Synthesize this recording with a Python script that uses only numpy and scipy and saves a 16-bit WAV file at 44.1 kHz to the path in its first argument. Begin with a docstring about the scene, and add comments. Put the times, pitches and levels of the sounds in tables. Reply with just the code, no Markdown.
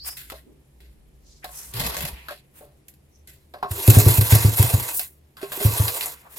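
"""Kick-starting a small motorcycle

A small single-cylinder motorcycle is rocked on its stand and kick-started twice in a workshop.
Each firing is a swelling, dying gas pulse that thumps through the silencer; the loudest thumps clip.
Valve gear, chain and bare flywheel are shaped noise; lever and stand knocks ring the frame.
Scuffs, scrapes, a boom and a whirr are bands of noise; distant traffic drones as narrow noise."""
import sys
import numpy as np
from scipy import signal
from scipy.fft import rfft, irfft, next_fast_len
from scipy.io import wavfile
from scipy.ndimage import map_coordinates

SR = 44100
rng = np.random.default_rng(int(sys.argv[2]) if len(sys.argv) > 2 else 0)


def store_wav(level_fs):
    """Save 16-bit WAV to argv[1]."""
    pcm = np.round(np.clip(np.atleast_2d(level_fs), -1, 1) * 32767)
    wavfile.write(sys.argv[1], SR, pcm.T.astype(np.int16))


def gain_from_db(level_db):
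    """Turn a decibel level (scalar or array-like) into a linear amplitude factor."""
    decades = np.asarray(level_db, float) / 20
    return 10 ** decades


N = 281358   # length in samples

# clacks of valve gear in the running engine:
# (start_s, relative crack_db, clatter_db above the crack, t60_s: time to fade by 60 dB)
CLACKS = [(3.712, -22, -7, 0.13), (3.8769, -7.5, -6, .3), (3.9011, -0.5, -7.5, .2),
          (3.9858, -2.5, -13, 0.093), (4.0843, -5, -13, .1), (4.211, -10, -4, .2), (4.321, -10, 0.5, 0.27),
          (4.35, -1, -13, 0.11), (4.627, -3.5, -10, 0.041), (4.6735, -17.5, -20, .05),
          (4.994, -10.5, -7.5, 0.22), (5.775, -13, -10, .2), (5.8802, -16, 4, 0.12), (6.0089, -17, 3, .25),
          (6.0586, -14.5, -20, 0.2)]
KICK_S = 3.4   # before this the wheel and stand move, after it the engine
PORT_LAG, BASS_LAG = 8, 13   # samples the left port hears late: lower range, deep thumps


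def exhaust():
    """Each firing lets gas burst out, then the piston pushes out the rest; pipe and walls answer."""
    # firings: (start_s when the valve opens, blow_db of the burst, wait_s until the push, push_db)
    firings = [(3.7075, -18.5, 0.037, -34), (3.8795, 1.5, 0.018, -6.5), (3.9665, 1, 0.019, -10.5),
               (4.062, -1, 0.031, -10), (4.181, -4, 0.03, -11), (4.322, -1, .028, -6.5),
               (4.4455, -3, 0.029, -10.5), (4.5945, -3, 0.0409, -14), (4.736, -5.5, 0.043, -20.5),
               (5.649, -4.5, 0.028, -15), (5.797, -7.5, 0.038, -21.5)]
    # upper silencer and pipe modes struck by each burst: (pitch_hz, relative level_db, t60_s)
    pipe = [(187, -20, 0.066), (300, -34.5, 0.054), (391, -31, .07), (556, -59, .05)]
    # echoes off walls: (delay_s, level_db)
    echoes = [(0.048, -18.5), (0.074, -20.5), (.11, -49.5)]
    bark_grows = 1.75   # dB of bark and pipe modes for each dB of burst
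    gas, bark = np.zeros(N), np.zeros(N)
    strikes = np.zeros((len(pipe), N))
    vary_db = rng.normal(0, 3, (len(firings), len(pipe)))
    for k, (s, blow_db, wait_s, push_db) in enumerate(firings):
        hz = 106.2 + 0.7 * blow_db   # hotter, stronger firings ring the silencer higher
        add(gas, s, gain_from_db(blow_db) * puff(hz, 0.0084, -0.16))
        add(gas, s + wait_s, gain_from_db(push_db) * puff(1.06 * hz, 0.0087, -0.42))
        fade = np.exp(-np.arange(SR // 6) / SR / 0.044)
        add(bark, s, gain_from_db(bark_grows * blow_db - 22) * fade)
        strikes[:, round((s + 0.004) * SR)] = gain_from_db(bark_grows * blow_db + 3 + vary_db[k])
    gas -= 0.17 * gas ** 2   # strong waves steepen in the pipe
    for hit, (hz, db, t60) in zip(strikes, pipe):
        gas += gain_from_db(db) * ring(hit, hz, t60)
    gas += bark * noise_band(240, 486)   # turbulent gas in the tailpipe
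    gas = signal.sosfilt(signal.butter(2, 48, "high", fs=SR, output="sos"), gas)
    out = np.array([np.roll(gas, BASS_LAG), gas])
    for delay_s, db in echoes:
        late = [np.roll(gas, round((delay_s + extra_s) * SR)) for extra_s in (0.0007, 0)]
        out += gain_from_db(db) * np.array(late)
    return out


def puff(hz, peak_s, phase):
    """A gas pulse or bump: a few cycles, mainly downward at first, that swell until peak_s and die."""
    t = np.arange(SR // 6) / SR
    swell = (t / peak_s * np.exp(1 - t / peak_s)) ** 1.46
    return -swell * np.sin(2 * np.pi * hz * t + phase)


def moving_parts():
    """Dense rattle while parts move; each contact adds a dying burst and shakes the frame."""
    hits = contacts()
    power = rattle_power()
    add_bursts(power, hits)
    return sum(np.sqrt(p) * noise for p, noise in zip(power, rattle_noise())) + frame_rings(hits)


def rattle_noise():
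    """Countless small contacts are rough noise, smeared by the castings' many close modes."""
    # colour of the moving parts: (pitch_hz, relative level_db per Hz)
    metal = [(150, -28), (250, -23.5), (413, -6.5), (525, -7.5), (681, -5), (897, -8.5), (1080, -6),
             (1760, -12.5), (4100, -10.5), (5600, -16), (6210, -17.5), (7250, -11.5), (8040, -17),
             (11000, -8.5), (15500, -15.5)]
    t = np.arange(SR // 3) / SR
    casing = rng.standard_normal((2, 1, len(t))) * gain_from_db(-60 * t / 0.06)   # t60 0.06 s
    # half of the sound comes straight, half through the castings
    casing[..., 0] = np.sqrt(np.sum(casing ** 2, axis=-1))
    rattle = signal.fftconvolve(rng.standard_normal((2, 2, N)), casing, axes=-1)[..., :N]
    # chain links and valve gear roughen it
    grain = gain_from_db(1.3 * np.clip(drift(200), -2, 3) + 1.8 * drift(35))
    near = np.arange(N) > KICK_S * SR
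    return [rms_one(group) for group in bands(metal, rattle * grain, near, patchy_db=1.67)]


def rattle_power():
    """Power of boom, clatter and hiss; each table has one level curve and one colour."""
    # rattle as the bike rolls, in the two engine runs, and a last hit near 6.37 s: (time_s, hiss_db)
    rolling = [(1.45, -60), (1.72, -58.5), (1.75, -44), (1.81, -33.5), (1.92, -35.5), (2.36, -66)]
    first_run = [(3.66, -64), (3.72, -35.5), (3.86, -26.5), (3.92, -22), (4.3, -26.5), (4.32, -19.5),
                 (4.57, -30), (4.585, -22.5), (4.9, -32), (5.02, -46.5), (5.11, -76)]
    second_run_and_hit = [(5.37, -63.5), (5.52, -41.5), (5.65, -25), (5.76, -28), (6.08, -34),
                          (6.24, -62.5), (6.35, -57), (6.37, -36.5), (6.38, -39)]
    t, power = np.arange(N) / SR, np.zeros((3, N))
    power[2] = gain_from_db(2 * -72.5)   # faint hiss while nothing turns
    # clatter and boom, in dB above the hiss
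    spells = [(rolling, 0.58, -0.82), (first_run, -7.5, -9), (second_run_and_hit, -7.5, -7.5)]
    for rows, clatter_db, boom_db in spells:
        s, db = np.transpose(rows)
        colour_db = np.array([[boom_db], [clatter_db], [0]])
        power += gain_from_db(2 * (np.interp(t, s, db, -200, -200) + colour_db))
    return power


def contacts():
    """All blows, jolts and clacks as (start_s, crack_db, clatter_db, ring_db, ring_hz, t60_s)."""
    # blows on lever, stand and frame; the pair near 396 Hz is a short growl:
    # (start_s, relative crack_db, ring_db of the frame above the crack, ring_hz, t60_s)
    blows_and_growl = [(0.169, -21.5, -23, 1480, 0.5), (0.2997, -23, -11.5, 1180, 0.21),
                       (0.3199, -29, 1, 550, 0.26), (0.8033, -42, -6, 288, 0.48),
                       (1.4432, -23.5, -7.5, 800, 0.17), (1.4905, -34.5, -6.5, 740, 0.12),
                       (1.737, -20, -13.5, 307, 0.84), (2.2844, -27, 0, 1340, 0.24),
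                       (2.3074, -27.5, -3, 676, 0.24), (2.6076, -61, 25.5, 500, 0.63),
                       (2.8828, -27, -36, 614, 0.14), (2.9387, -41, -34, 366, 0.11),
                       (3.273, -30, -20, 373, 0.4), (3.5381, -41.5, 13, 734, 0.36),
                       (3.627, -37, 20, 830, 0.29), (5.3682, -34.5, -5, 1140, 1),
                       (5.414, -27.5, -5, 630, 0.65), (5.4294, -24, -2, 440, 0.08),
                       (5.5187, -20, -7.5, 990, 0.31), (5.5744, -38.5, 6, 396, 0.1),
                       (5.6032, -26.5, 4.5, 396, 0.32)]
    # jolts of chain and wheel as the bike rolls: (start_s, relative crack_db)
    jolts = [(1.7962, -9.5), (1.8637, -12.5), (1.923, -20.5), (1.967, -12), (2.006, -12), (2.05, -13.5)]
    hits = []
    for s, db, ring_db, hz, t60 in blows_and_growl:
        clatter_db = 2.8 + 0.36 * ring_db   # what rings the frame harder also clatters more
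        hits.append((s, db, clatter_db, ring_db, hz, t60))
    hits += [(s, db, -4.5, -20, 615, 0.24) for s, db in jolts]
    hits += [(s, db, clatter_db, -23.5, 760, t60) for s, db, clatter_db, t60 in CLACKS]
    return hits


def add_bursts(power, hits):
    """Each contact adds a crack and a dying tail to the power of clatter and hiss."""
    t = np.arange(SR // 3) / SR
    for s, crack_db, clatter_db, _, _, t60 in hits:
        onset = 1 - np.exp(-t / (0.0022 * t60))
        shape = onset * (gain_from_db(-120 * t / t60) + 2.5 * np.exp(-t / 0.002))   # tail and crack
        for group, db in zip(power[1:], (clatter_db, 0)):
            add(group, s, gain_from_db(2 * (crack_db + db - 16)) * shape)


def frame_rings(hits):
    """Each contact shakes the modes of frame and lever, most of all those near its own pitch."""
    # frame and lever modes: (pitch_hz, relative level_db, t60_s)
    modes = [(270, -7, 0.02), (313, -22, 0.039), (398, 1.5, 0.13), (451, -8, 0.093), (582.6, 2, 0.071),
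             (634, -2, 0.075), (730, -0.5, 0.089), (762, -2.5, 0.027), (862, 2, 0.016), (1012, -5.5, 0.057),
             (1080, -2, 0.15), (1180, 2, 0.027), (1326, 5.5, 0.018), (1593, 11, 0.02)]
    mode_hz = np.array(modes)[:, 0]
    t, shakes = np.arange(SR // 3) / SR, np.zeros((len(modes), N))
    vary_db = rng.normal(0, 2.5, (len(hits), len(modes)))
    for k, (s, crack_db, _, ring_db, ring_hz, t60) in enumerate(hits):
        octaves_below = np.log2(ring_hz / mode_hz)
        near_db = -13 * np.abs(octaves_below)   # the spot struck favours modes near its pitch
        near_db -= 7.4 * np.maximum(octaves_below, 0)   # lower modes are harder to move
        # a blow, then the contact chatters
        judder = (gain_from_db(-110 * t / t60) + 1.1 * np.exp(-t / 0.0015)) / np.sqrt(t60 * SR)
        for shake, db in zip(shakes, crack_db + ring_db + 9 + near_db + vary_db[k]):
            add(shake, s, gain_from_db(db) * judder)
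    shakes *= rng.standard_normal(shakes.shape)
    rings = np.array([gain_from_db(db) * ring(shake, hz, t60) for shake, (hz, db, t60) in zip(shakes, modes)])
    balance = gain_from_db(rng.normal(0, 1.5, (len(modes), 1)))   # each mode beams its own way
    left, right = (rings * balance).sum(axis=0), (rings / balance).sum(axis=0)
    return np.array([np.roll(left, PORT_LAG), right])


def ticks():
    """A very short bright burst of noise where each valve lands."""
    low_hz, high_hz = 10260, 12700
    fade = np.exp(-np.arange(SR // 50) / SR / 0.0018)
    shape = np.zeros(N)
    for s, db, *_ in CLACKS:
        add(shape, s, gain_from_db(db - 5.5) * fade)
    return shape * ports(*noise_band(low_hz, high_hz, channels=2), low_hz, near=True)


def stand():
    """Stand and springs give short low bumps; a squeaky scrape is narrow noise that rises in pitch."""
    # bumps: (start_s, level_db, pitch_hz, swell_s)
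    bumps = [(1.736, -29, 115, 0.028), (1.797, -25.5, 145, .008), (1.824, -29, 63.4, 0.016),
             (2.034, -28, 150, 0.0087), (2.046, -34.5, 61.5, 0.024), (2.126, -31, 55, 0.0091)]
    # the squeaky scrape: (time_s, pitch_hz, level_db)
    chirp = [(0, 4400, -45), (.05, 4950, -40), (.11, 5160, -41), (.2, 5200, -61)]
    low = np.zeros(N)
    for s, db, hz, swell_s in bumps:
        add(low, s, gain_from_db(db) * puff(hz, swell_s, 0))
    hz, chirp_db = in_time(chirp)
    playing = np.arange(N) < chirp[-1][0] * SR
    scrape = np.array([wandering_tone(hz, 520), wandering_tone(hz, 520)])
    return np.array([np.roll(low, BASS_LAG), low]) + playing * gain_from_db(chirp_db) * scrape


def noise_swells():
    """Scuffs, scrapes, a boom and a whirr: uneven noise around one pitch that swells and fades."""
    # broad scuffs of shoes and tyres:
    # (peak_s, level_db, centre_hz, fall t60_s, dull_db: the dull part relative to the bright one)
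    scuff_rows = [(0.087, -31.5, 10700, 0.24, -10), (1.6, -39, 10000, 0.68, -13.5),
                  (2.588, -47.5, 11600, 0.27, -9), (4.974, -22.5, 12880, 0.25, -33),
                  (6.336, -45, 12600, .2, -8)]
    # bands of noise of various widths: scrapes, engine boom at 3.82 s, run-down whirr at 6.16 s:
    # (peak_s, level_db, centre_hz, width in octaves, fall t60_s)
    other_swells = [(.5, -52.5, 310, 0.73, 0.4), (1.331, -56, 5400, 0.87, 0.54),
                    (1.442, -43.5, 1850, 0.79, 0.1), (1.6, -45.5, 5870, 0.34, 0.42),
                    (1.93, -47.5, 3540, 0.41, 0.73), (2.19, -50, 2310, 0.7, 0.66),
                    (3.16, -65.5, 5900, 0.22, .25), (3.82, -38, 366, 0.28, 0.61), (6.16, -56, 1780, 1.4, 1),
                    (6.27, -50.5, 920, 1.3, 0.24)]
    out, t = np.zeros((2, N)), np.arange(N) / SR
    parts = [(s, db, hz, 0.96, t60) for s, db, hz, t60, _ in scuff_rows]
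    parts += [(s, db + dull_db, 1300, 2.46, t60) for s, db, _, t60, dull_db in scuff_rows]
    for s, db, hz, octaves, t60 in parts + other_swells:
        rise = np.exp(-2 * ((t - s) / (0.19 * t60)) ** 2)
        shape = np.where(t < s, rise, gain_from_db(-60 * np.maximum(t - s, 0) / t60))
        mid, side = noise_band(hz * 2 ** (-octaves / 2), hz * 2 ** (octaves / 2), channels=2)
        out += gain_from_db(db + 2 * drift(60)) * shape * ports(mid, side, hz, near=s > KICK_S)
    return out


def drone():
    """A far engine's wavering note, thuds carried by the floor, deep rumble and steady hum."""
    # the far note: (time_s, pitch_hz, level_db)
    far_note = [(0, 63, -49.5), (.65, 62, -58), (.98, 55, -48.5), (1.6, 58, -54), (2.3, 66, -58),
                (3.5, 74, -57), (4.9, 76, -54), (5.4, 72, -64.5), (6.0, 68, -54.5), (6.38, 66, -64)]
    # thuds of the bike's weight through the floor: (peak_s, level_db)
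    floor_thuds = [(1.84, -35), (2.05, -40.5)]
    # faint steady tones: (pitch_hz, level_db rms)
    hums = [(140, -64.5), (310, -75.5), (385, -76.5)]
    hz, note_db = in_time(far_note)
    t = np.arange(N) / SR
    # each thud rises by 203 dB and falls by 166 dB a second
    thuds = sum(gain_from_db(db + np.minimum(203 * (t - s), 166 * (s - t))) for s, db in floor_thuds)
    deep = gain_from_db(note_db) + gain_from_db(-0.5) * thuds
    note = wandering_tone(hz, 10) + gain_from_db(-14) * noise_band(11, 48)
    hum = sum(gain_from_db(db) * wandering_tone(np.full(N, f), 10) for f, db in hums)
    rumble = (gain_from_db(-63.5) + thuds) * noise_band(57, 220)
    # low rumble, opposite in the two ports, widens the sound
    opposite = deep * gain_from_db(-16) * noise_band(24.55, 200) * np.array([[1], [-1]])
    return deep * note + rumble + hum + opposite


def workshop_air():
    """The room's faint air is steady coloured noise from all round."""
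    # colour of the air: (pitch_hz, relative level_db per Hz)
    air_colour = [(120, -49), (200, -7.5), (244, -30), (310, -3.5), (1560, -23), (1680, -20), (2290, -20),
                  (6470, -28.5), (11000, -24.5), (14400, -47), (15500, -43)]
    groups = bands(air_colour, rng.standard_normal((2, 2, N)), near=False, patchy_db=0.5)
    return gain_from_db(-65.5) * rms_one(groups.sum(axis=0))


def bands(spectrum, source, near, patchy_db):
    """Colour two draws of noise, split them into flickering bands and sum to boom, clatter and hiss."""
    groups, edges, size = np.zeros((3, 2, N)), np.geomspace(220, 15800, 21), next_fast_len(N)
    colour = gain_from_db(at_hz(spectrum, np.arange(1, size // 2 + 2) * SR / size))
    source = irfft(rfft(source, size) * colour, size)[..., :N]
    for k, (low, high) in enumerate(zip(edges, edges[1:])):
        sos = signal.butter(2, [low, high], "band", fs=SR, output="sos")
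        mid, side = signal.sosfilt(sos, source[k % 2])   # neighbours use different draws
        hz = np.sqrt(low * high)
        group = np.searchsorted((1500, 6000), hz)   # Hz edges: boom | clatter | hiss
        groups[group] += gain_from_db(patchy_db * drift(14)) * ports(mid, side, hz, near)
    return groups


def ports(mid, side, hz, near):
    """One band at two ports: engine sound (near) has its own likeness and a level balance per band."""
    # likeness of the two channels for engine sound, and for sound from all round:
    # (pitch_hz, likeness 0-1)
    likeness = [(200, .85), (500, .6), (1000, .45), (2500, .12), (4500, .75), (7000, .86), (11000, .8),
                (13000, .3), (15000, .3)]
    diffuse = [(200, 0.3), (600, 0.24), (1500, 0), (15000, 0.21)]
    # level balance of engine sound: (pitch_hz, left minus right in dB)
    balance = [(200, 2.5), (700, 1.5), (2000, -1.5), (6000, -0.5), (10500, -0.5), (12500, 6.5),
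               (15000, -23)]
    alike = np.clip(np.where(near, at_hz(likeness, hz), at_hz(diffuse, hz)), 0, 1)
    shared, opposed = np.sqrt(1 + alike) * mid, np.sqrt(1 - alike) * side
    pair = (shared + opposed * [[1], [-1]]) / np.sqrt(2)
    if hz < 4000:
        pair[0] = np.roll(pair[0], PORT_LAG)
    return pair * gain_from_db(near * at_hz(balance, hz) * np.array([[0.5], [-0.5]]))


def wandering_tone(hz, width_rate):
    """Narrow noise around a moving pitch; rms about 1."""
    turn = 2 * np.pi * np.cumsum(hz) / SR
    return drift(width_rate) * np.cos(turn) + drift(width_rate) * np.sin(turn)


def noise_band(low_hz, high_hz, channels=1):
    """Band-passed white noise, rms 1."""
    sos = signal.butter(2, [low_hz, min(high_hz, 0.45 * SR)], "band", fs=SR, output="sos")
    return rms_one(signal.sosfilt(sos, rng.standard_normal((channels, N)))).squeeze()


def drift(rate):
    """Smooth chance that changes about rate times a second; spread about 1."""
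    knots = rng.standard_normal(4000)
    return map_coordinates(knots, [np.arange(N) * rate * 2 / SR], order=1, mode="wrap") * 1.22


def ring(clicks, hz, t60):
    """A unit click sets a sine of height about 1 ringing, which fades by 60 dB in t60 seconds."""
    r, w = gain_from_db(-60 / (t60 * SR)), 2 * np.pi * hz / SR
    return signal.lfilter([0, np.sin(w)], [1, -2 * r * np.cos(w), r * r], clicks + 1e-18)


def rms_one(x):
    """Scale to rms 1."""
    return x / np.sqrt(np.mean(x ** 2) + 1e-20)


def in_time(rows):
    """Table columns as one value per sample."""
    s, *columns = np.transpose(rows)
    return [np.interp(np.arange(N) / SR, s, c) for c in columns]


def at_hz(points, hz):
    """Read a table of (pitch_hz, value) at any pitch, evenly in octaves."""
    table_hz, values = np.transpose(points)
    return np.interp(np.log(hz), np.log(table_hz), values)


def add(out, s, piece):
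    """Mix a short piece in at time s."""
    i = round(s * SR)
    out[i:i + len(piece)] += piece[:N - i]


def scene():
    """Motorcycle and workshop at the two ports."""
    bike = exhaust() + moving_parts() + ticks() + stand()
    return bike + noise_swells() + drone() + workshop_air()


def low_pass(x):
    """Removes everything above the highest recorded frequency."""
    return signal.sosfilt(signal.butter(12, 15760, fs=SR, output="sos"), x)


def record(dry):
    """The converter clips hard at full scale."""
    clipped = np.clip(dry, -1, 1)
    return low_pass(clipped)


dry = scene()
out = record(dry)
store_wav(out)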